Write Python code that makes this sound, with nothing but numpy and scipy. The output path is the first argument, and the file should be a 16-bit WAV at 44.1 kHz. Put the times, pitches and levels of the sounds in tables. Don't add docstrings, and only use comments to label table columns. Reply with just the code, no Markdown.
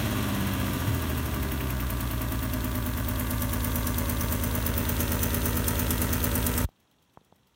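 import sys
import numpy as np
from scipy import signal
from scipy.fft import rfft, irfft
from scipy.io import wavfile
from scipy.ndimage import uniform_filter1d

SR = 44100
rng = np.random.default_rng(int(sys.argv[2]) if len(sys.argv) > 2 else 0)


def to_wav(sig):
    pcm = np.clip(np.atleast_2d(sig), -1, 1) * 32767
    pcm = np.round(pcm).astype(np.int16)
    wavfile.write(sys.argv[1], SR, pcm.T)


N = 332955
TIME = np.arange(N) / SR

# (time [s], speed [rpm])
SPEED_RPM = [(0, 2150.5), (.45, 1920.2), (1.3, 1422.8), (1.9, 1165.4), (2.9, 1081.9), (4.4, 1052.9),
             (5.7, 1068.4), (6.6, 1074.7)]
# (time [s], nearness to the cylinder head [0-1])
NEARNESS = [(0, 0.05), (1.5, 0), (2.9, 0.21), (3.7, 0.59), (4.4, 0.64), (5.2, 0.83), (6.6, 0.94)]
# (far at slow idle [dB], added at the head [dB], added per speed doubling [dB])
RUMBLE_DB, CLATTER_DB, TAPPET_DB = (-30.5, 2.2, 1.5), (-41, 4.52, 4.13), (-52.5, 6.9, -4.5)
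HISS_DB, SPIT_DB, WHINE_DB = (-42.5, 9.6, -0.36), (-0.37, 7.6, -11), (-7.5, 10.2, 1)

ORDER_DB = [-0.5, -1.5, 0, 9.5, 6, 1, 6, 4, 2, 10.5, 6.5, -7.5, 3.5, -1.5, 5, -2, 7, 0.5, 4.5, -5.5, 6, -4,
            2, -14, 9, 7, -8.5, 1.5, 7, -5.5, 2.5, 4]
# (phase [cycles], level [dB], half length [s])
EXHAUST_BEATS = [(.695, -6, .001), (.875, -1.5, .0014), (.035, -3, .0015), (.185, 1, .002), (.34, 2, .0026),
                 (.55, -1, .002)]
# (frequency [Hz], gain [dB])
BAY_EQ = [(20, -62), (31, -60.5), (43, -55.5), (53, -44), (64, -42.5), (78, -41.5), (100, -47.5),
          (124, -44), (156, -53), (198, -53.5), (226, -50), (256, -48), (305, -55.5), (405, -66),
          (600, -63), (770, -56), (900, -90)]
# (frequency [Hz], width [Hz], lift far [dB], lift near [dB])
BAY_MODES = [(59.2, 7, 8.5, 2), (81, 38, 2, 8), (124.2, 22, 6.5, 2), (170, 39, -13.5, 8.5),
             (193.6, 18, 17.5, 2), (249, 39, 4.5, 9.5), (300, 28, 6.5, -8), (362.5, 48, 8, -4)]

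# (phase [cycles], level [dB])
VALVE_BLOWS = [(.037, 1), (.097, -1.5), (.152, 1), (.197, 2), (.258, 2), (.315, -5.5), (.377, -3), (.41, 0),
               (.452, -2.5), (.51, -10), (.557, -0.5), (.61, -2.5), (.668, -4.5), (.718, 0.5), (.78, -3),
               (.835, -2), (.893, -0.5), (.942, 0), (.988, 2)]
# (frequency [Hz], gain [dB])
BLOCK_EQ = [(36, -35), (56, -29), (125, 1), (275, 13.5), (355, 7.5), (485, -1), (735, -6), (1120, -2),
            (1820, -2.5), (2420, -9), (3420, -11), (4850, -11), (15000, -29)]
# (frequency [Hz], width [Hz], lift [dB])
BLOCK_FAR_MODES = [(396.4, 21, 10), (619, 142, 14.5), (970, 256, 12), (1171, 90, 10.5), (1482, 250, 9),
                   (1668, 51, 9.5), (1990, 200, 8), (2620, 72, 7.5)]
BLOCK_MID_MODES = [(404, 35, 6.5), (483, 45, 9), (564, 43, 14.5), (630, 60, 17.5), (922, 170, 13),
                   (1094, 103, 11), (1178, 69, 12.5), (1525, 220, 9.5), (1685, 69, 9.5), (2090, 180, 13.5),
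                   (2780, 600, -4)]
BLOCK_NEAR_MODES = [(415.4, 65, 8.9), (479.5, 38, 8.3), (573, 106, 11.6), (648, 37, 9.7), (916, 154, 11.5),
                    (1280, 246, 9.5), (1570, 270, 5.5), (1920, 250, 6.9), (2580, 670, 5.2)]
# (frequency [Hz], gain [dB])
RASP_EQ = [(850, -20.5), (2200, 8), (2700, 8), (3450, 5.5), (4100, 4), (4800, -8), (6200, -3),
           (12000, -21.5)]
TAPPET_EQ = [(1200, -26), (2500, -6.5), (3300, 0), (4300, -3), (5300, -11), (14000, -9.5)]
# (frequency [Hz], width [Hz], lift [dB])
RASP_MODES = [(1880, 120, 4.2), (2720, 140, 5.1), (3300, 220, 5.8), (5500, 300, 7.6)]
TAPPET_MODES = [(3760, 260, 5), (4370, 160, 0)]

# (frequency [Hz], gain [dB])
HISS_EQ = [(1600, -53.5), (4100, -14), (5050, -14), (6150, -2), (7850, -5.5), (8750, -3), (9850, -4),
           (10400, -9.5), (11100, -6), (13500, -6), (15600, -7.5)]
SPIT_EQ = [(1100, -47.5), (3100, -13.5), (5050, -12.5), (6050, -7.5), (8050, -8.5), (8950, -5.5),
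           (9600, -5), (10350, -6.5), (11250, -3), (13100, -2), (14600, 0)]
# (frequency [Hz], width [Hz], lift [dB])
SPIT_MODES = [(6080, 140, 5.5), (8630, 130, 2), (15030, 150, 2)]
# (time [s], boost [dB])
SPIT_ACCENTS = [(3.31, 1.5), (3.646, 0), (3.869, 1.5), (4.666, 0), (4.778, 1), (5.006, 1), (5.684, 1.5),
                (6.132, 1.5), (6.468, 1), (6.581, 0)]

# (frequency [multiples of the cycle rate], level [dB])
BELT_TONES = [(36, -48.5), (45, -51), (54, -59.5), (63.65, -51.5), (72.8, -57.5), (109, -55)]
# (frequency [Hz], gain [dB])
FLOOR_EQ = [(18, -45.5), (30, -12), (71, 3), (192, 3.5), (505, -7.5), (945, -6), (2020, -17), (3400, -32.5),
            (4910, -35), (5450, -17.5), (15500, -36)]
# (time [s], level [dB])
KNOCKS = [(0.872, -32), (0.879, -14)]
# (frequency [Hz], gain [dB])
RATTLE_EQ = [(700, -22.5), (1700, 2), (2350, 6), (3000, 5.5), (5000, -26.5), (12000, -38)]
# (frequency [Hz], gain [dB])
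LEAK_EQ = [(60, -50), (160, -56), (410, -45), (1050, -54), (2050, -39), (3350, -31), (4850, -35.5),
           (6050, -43), (14000, -46.5)]
# (time [s], level [dB], pitch [Hz])
BUMPS = [(6.689, -38, 755), (7.1736, -29.5, 970), (7.214, -51, 450), (7.325, -38.5, 814)]


def gain_of(db):
    return 10 ** (np.asarray(db) / 20)


def unit_rms(x):
    return x / np.sqrt(np.mean(x ** 2) + 1e-20)


def curve(rows):
    return np.interp(TIME, *np.transpose(rows))


def response_db(eq, hz, modes=()):
    f, db = np.transpose(eq)
    peaks_db = sum(lift / (1 + (2 * (hz - centre) / width) ** 2) for centre, width, lift in modes)
    return np.interp(np.log(hz + 1), np.log(f + 1), db) + peaks_db


def colour(x, eq, modes=(), size=4096):
    db = response_db(eq, abs(np.fft.fftfreq(size, 1 / SR)), modes)
    response = np.exp(np.conj(signal.hilbert(np.log(gain_of(db)))))
    return signal.oaconvolve(x, np.fft.ifft(response).real[:size // 2])[:N]


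def noise():
    return rng.standard_normal(N)


def per_cycle(cycles, count=128):
    return np.interp(cycles + 1, np.arange(count), rng.standard_normal(count))


def levelled(x, lo_hz, hi_hz):
    band = signal.sosfilt(signal.butter(2, [lo_hz, hi_hz], "band", fs=SR, output="sos"), x)
    power = uniform_filter1d(uniform_filter1d(band ** 2, SR // 3), SR // 9)
    return x / np.sqrt(power + 1e-12)


def loudness(law, cycle_hz, near):
    idle_db, near_db, doubling_db = law
    return gain_of(idle_db + near_db * near + doubling_db * np.log2(cycle_hz / cycle_hz[-1]))


def rumble(cycles, cycle_hz, near, delay_s=.041, hum_orders=(26, 27, 28, 29), hum_phase=.72):
    orders, step = np.zeros(N), slice(None, None, 64)
    late = cycles - delay_s * cycle_hz
    turns, far = late[step], 1 - near[step]
    unevenness = .07 + .075 * far
    modes = [(f, width, near_db + far * (far_db - near_db)) for f, width, far_db, near_db in BAY_MODES]
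    phase, beat_db, half_s = np.transpose(EXHAUST_BEATS)
    for k, db in enumerate(ORDER_DB, 3):
        firing_db = far * (k % len(EXHAUST_BEATS) == 0)
        level = gain_of(db + response_db(BAY_EQ, k * cycle_hz[step], modes) + firing_db)
        level *= 1 + unevenness * per_cycle(turns)
        beats = gain_of(beat_db) * np.exp(-(np.pi * k * cycle_hz[-1] * half_s) ** 2)
        exhaust_phase = np.angle(-np.sum(beats * np.exp(-2j * np.pi * k * phase))) / (2 * np.pi)
        start = -k * hum_phase if k in hum_orders else exhaust_phase
        drift = np.interp(TIME, TIME[step], start + .003 * np.sqrt(k) * per_cycle(turns))
        orders += np.interp(TIME, TIME[step], level) * np.cos(2 * np.pi * (k * late + drift))
    churning_air = loudness((-16, 0, 3), cycle_hz, near) * unit_rms(colour(noise(), BAY_EQ))
    return loudness(RUMBLE_DB, cycle_hz, near) * levelled(unit_rms(orders) + churning_air, 40, 300)


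def strikes(cycles, phase, decay_s=.0016, jitter_s=.00007, uneven_db=.7, size=1024):
    age_s = (np.arange(size) - size / 2) / SR
    burst = rng.standard_normal(size) * (age_s >= 0) * np.exp(-abs(age_s) / decay_s)
    crack = irfft(np.exp(1j * np.angle(rfft(burst))), size)
    at = np.flatnonzero(np.diff(np.floor(cycles - phase)))
    slip, force = rng.standard_normal((2, 128))[:, :len(at)]
    train = np.zeros(N)
    train[np.clip(at + (jitter_s * SR * slip).astype(int), 0, N - 1)] = gain_of(uneven_db * force)
    return signal.oaconvolve(train, crack, "same")


def clatter(cycles, cycle_hz, near, slide_db=-5, rasp_db=-11, decay_cycles=.036):
    turn = np.linspace(0, 1, 400)
    tails = sum(gain_of(db) * np.exp(-((turn - phase) % 1) / decay_cycles) for phase, db in VALVE_BLOWS)
    envelope = unit_rms(np.interp(cycles % 1, turn, 1 + tails))
    impacts = unit_rms(sum(gain_of(db) * strikes(cycles, phase) for phase, db in VALVE_BLOWS))
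    drive = impacts + gain_of(slide_db) * envelope * noise()
    shares = [np.interp(near, [.081, .57, .8], row) for row in np.eye(3)]
    mode_sets = BLOCK_FAR_MODES, BLOCK_MID_MODES, BLOCK_NEAR_MODES
    block = sum(share * colour(drive, BLOCK_EQ, modes) for share, modes in zip(shares, mode_sets))
    rasp = colour(envelope * noise(), RASP_EQ, RASP_MODES)
    rasp *= gain_of(rasp_db) * (cycle_hz / cycle_hz[-1]) ** 1.34
    return loudness(CLATTER_DB, cycle_hz, near) * levelled(block + rasp, 450, 2500)


def bursts(cycles, cycle_hz, phase, decay_s, uneven_db):
    number, part = np.divmod(cycles - phase + 2, 1)
    decaying = noise() * np.exp(-part / cycle_hz / decay_s)
    return decaying * gain_of(uneven_db * rng.standard_normal(128))[number.astype(int)]


def tappets(cycles, cycle_hz, near):
    tapping = strikes(cycles, phase=.6, decay_s=.0055, size=4096)
    clicking = bursts(cycles, cycle_hz, phase=.072, decay_s=.0006, uneven_db=1.2)
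    tick = unit_rms(colour(tapping, TAPPET_EQ, TAPPET_MODES))
    click = unit_rms(colour(clicking, [(165, -13.5), (630, -14), (2150, -14), (5100, -34), (14000, -28)]))
    return loudness(TAPPET_DB, cycle_hz, near) * tick + gain_of(-60 + 9.6 * near) * click


def shimmer(x, cycles, depth_db=3.3, bands=18):
    hz, centres_hz = np.fft.rfftfreq(N, 1 / SR), np.linspace(4000, 16000, bands)
    spectrum = rfft(x)
    split = (irfft(spectrum * np.interp(hz, centres_hz, row), N) for row in np.eye(bands))
    return sum(band * gain_of(depth_db * np.tanh(per_cycle(cycles))) for band in split)


def spits(cycles, pump_beats=9, accent_s=.012):
    weak_phases = .064 + np.arange(pump_beats - 1) / pump_beats
    # (phase [cycles], level [dB], half length [cycles])
    hard = [(.96, 21.85, .035)]
    weak = [(phase, 10 - 3 * np.cos(2 * np.pi * (phase - .52)), .037) for phase in weak_phases]
    power = 0
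    for phase, db, half_cycles in hard + weak:
        offset = (cycles - phase + .5) % 1 - .5
        width = half_cycles * np.where(offset < 0, .55, 1.3)
        chance_db = 1.2 * np.tanh(per_cycle(cycles - phase + 1))
        power += gain_of(db + chance_db) ** 2 * np.exp(-(offset / width) ** 2)
    accent_db = sum(db * np.exp(-((TIME - s) / accent_s) ** 2) for s, db in SPIT_ACCENTS)
    crackle = np.exp(.5 * np.tanh(unit_rms(uniform_filter1d(noise(), size=24))))
    drive = unit_rms(noise() * crackle) * np.sqrt(power) * gain_of(accent_db)
    return shimmer(colour(drive, SPIT_EQ, SPIT_MODES), cycles)


def wall_echo(x, size=320, positions=7):
    echo = 0
    for row in np.eye(positions):
        taps = rng.standard_normal(size) * np.exp(-np.arange(size) / (size / 3))
        taps *= .38 / np.linalg.norm(taps)
        share = np.interp(TIME, np.linspace(0, TIME[-1], positions), row)
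        echo += np.sqrt(share) * signal.oaconvolve(x, np.r_[np.zeros(size // 10), taps])[:N]
    return x + echo


def hiss(cycles, cycle_hz, near):
    spitting = loudness(SPIT_DB, cycle_hz, near) * spits(cycles)
    steady = gain_of(9.5 - np.cos(2 * np.pi * (cycles - .56))) * colour(noise(), HISS_EQ)
    close = wall_echo(steady + spitting)
    shaded = colour(close, [(4000, 0), (6500, -7), (10000, -3.5), (14000, 0)])
    return loudness(HISS_DB, cycle_hz, near) * levelled(near * close + (1 - near) * shaded, 8000, 16000)


def belt_whine(cycles, cycle_hz, near, waver_db=2, wobble_turns=.13):
    tones = 0
    for k, db in BELT_TONES:
        level = gain_of(db + waver_db * per_cycle(cycles))
        turns = k * cycles + rng.random() + wobble_turns * per_cycle(cycles)
        tones += level * np.sin(2 * np.pi * turns)
    return loudness(WHINE_DB, cycle_hz, near) * np.sqrt(2) * tones


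def noise_floor(level_db=-68.5):
    return gain_of(level_db) * unit_rms(colour(noise(), FLOOR_EQ))


def ring(start_s, hz, decay_s):
    age_s = np.maximum(TIME - start_s, 0)
    return -np.sin(2 * np.pi * hz * age_s) * np.exp(-age_s / decay_s)


def knocks():
    return sum(gain_of(db) * ring(s, hz=115, decay_s=.019) for s, db in KNOCKS)


def rattle(cycles, cycle_hz, resonance_rpm=1264, width_rpm=190, level_db=-49):
    shaken = np.exp(-((curve(SPEED_RPM) - resonance_rpm) / width_rpm) ** 2)
    knocking = bursts(cycles, cycle_hz, phase=.9, decay_s=.0081, uneven_db=0)
    return gain_of(level_db) * shaken * unit_rms(colour(knocking, RATTLE_EQ))


def covered(x, shut_s=6.646, closing_s=.0037):
    opening = np.exp(-np.maximum(TIME - shut_s, 0) / closing_s)
    thump = gain_of(-14.5) * ring(shut_s - .004, hz=80, decay_s=.0069)
    return x * opening + (1 - opening) * colour(x, LEAK_EQ) + thump


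def bumps():
    taps = sum(gain_of(db) * (ring(s, hz, .00095) + .26 * ring(s, 130, .0018)) for s, db, hz in BUMPS)
    return colour(taps, [(45, -5), (210, 8.5), (2700, -7.5), (4100, -19), (11000, -40)])


def scene():
    cycle_hz = curve(SPEED_RPM) / (2 * 60)
    cycles = np.cumsum(cycle_hz) / SR - .026
    near = curve(NEARNESS)
    engine = sum(part(cycles, cycle_hz, near) for part in (rumble, clatter, tappets, hiss, belt_whine))
    engine += knocks() + rattle(cycles, cycle_hz)
    return (covered(engine) + bumps() + noise_floor())[None]


def record(dry, low_hz=40, high_hz=15850):
    lean = signal.sosfilt(signal.butter(4, low_hz, "high", fs=SR, output="sos"), dry)
    lowpass = signal.firwin(301, high_hz, window=("kaiser", 7), fs=SR)
    return signal.oaconvolve(lean, lowpass[None], "same", axes=1)


dry = scene()
out = record(dry)
to_wav(out)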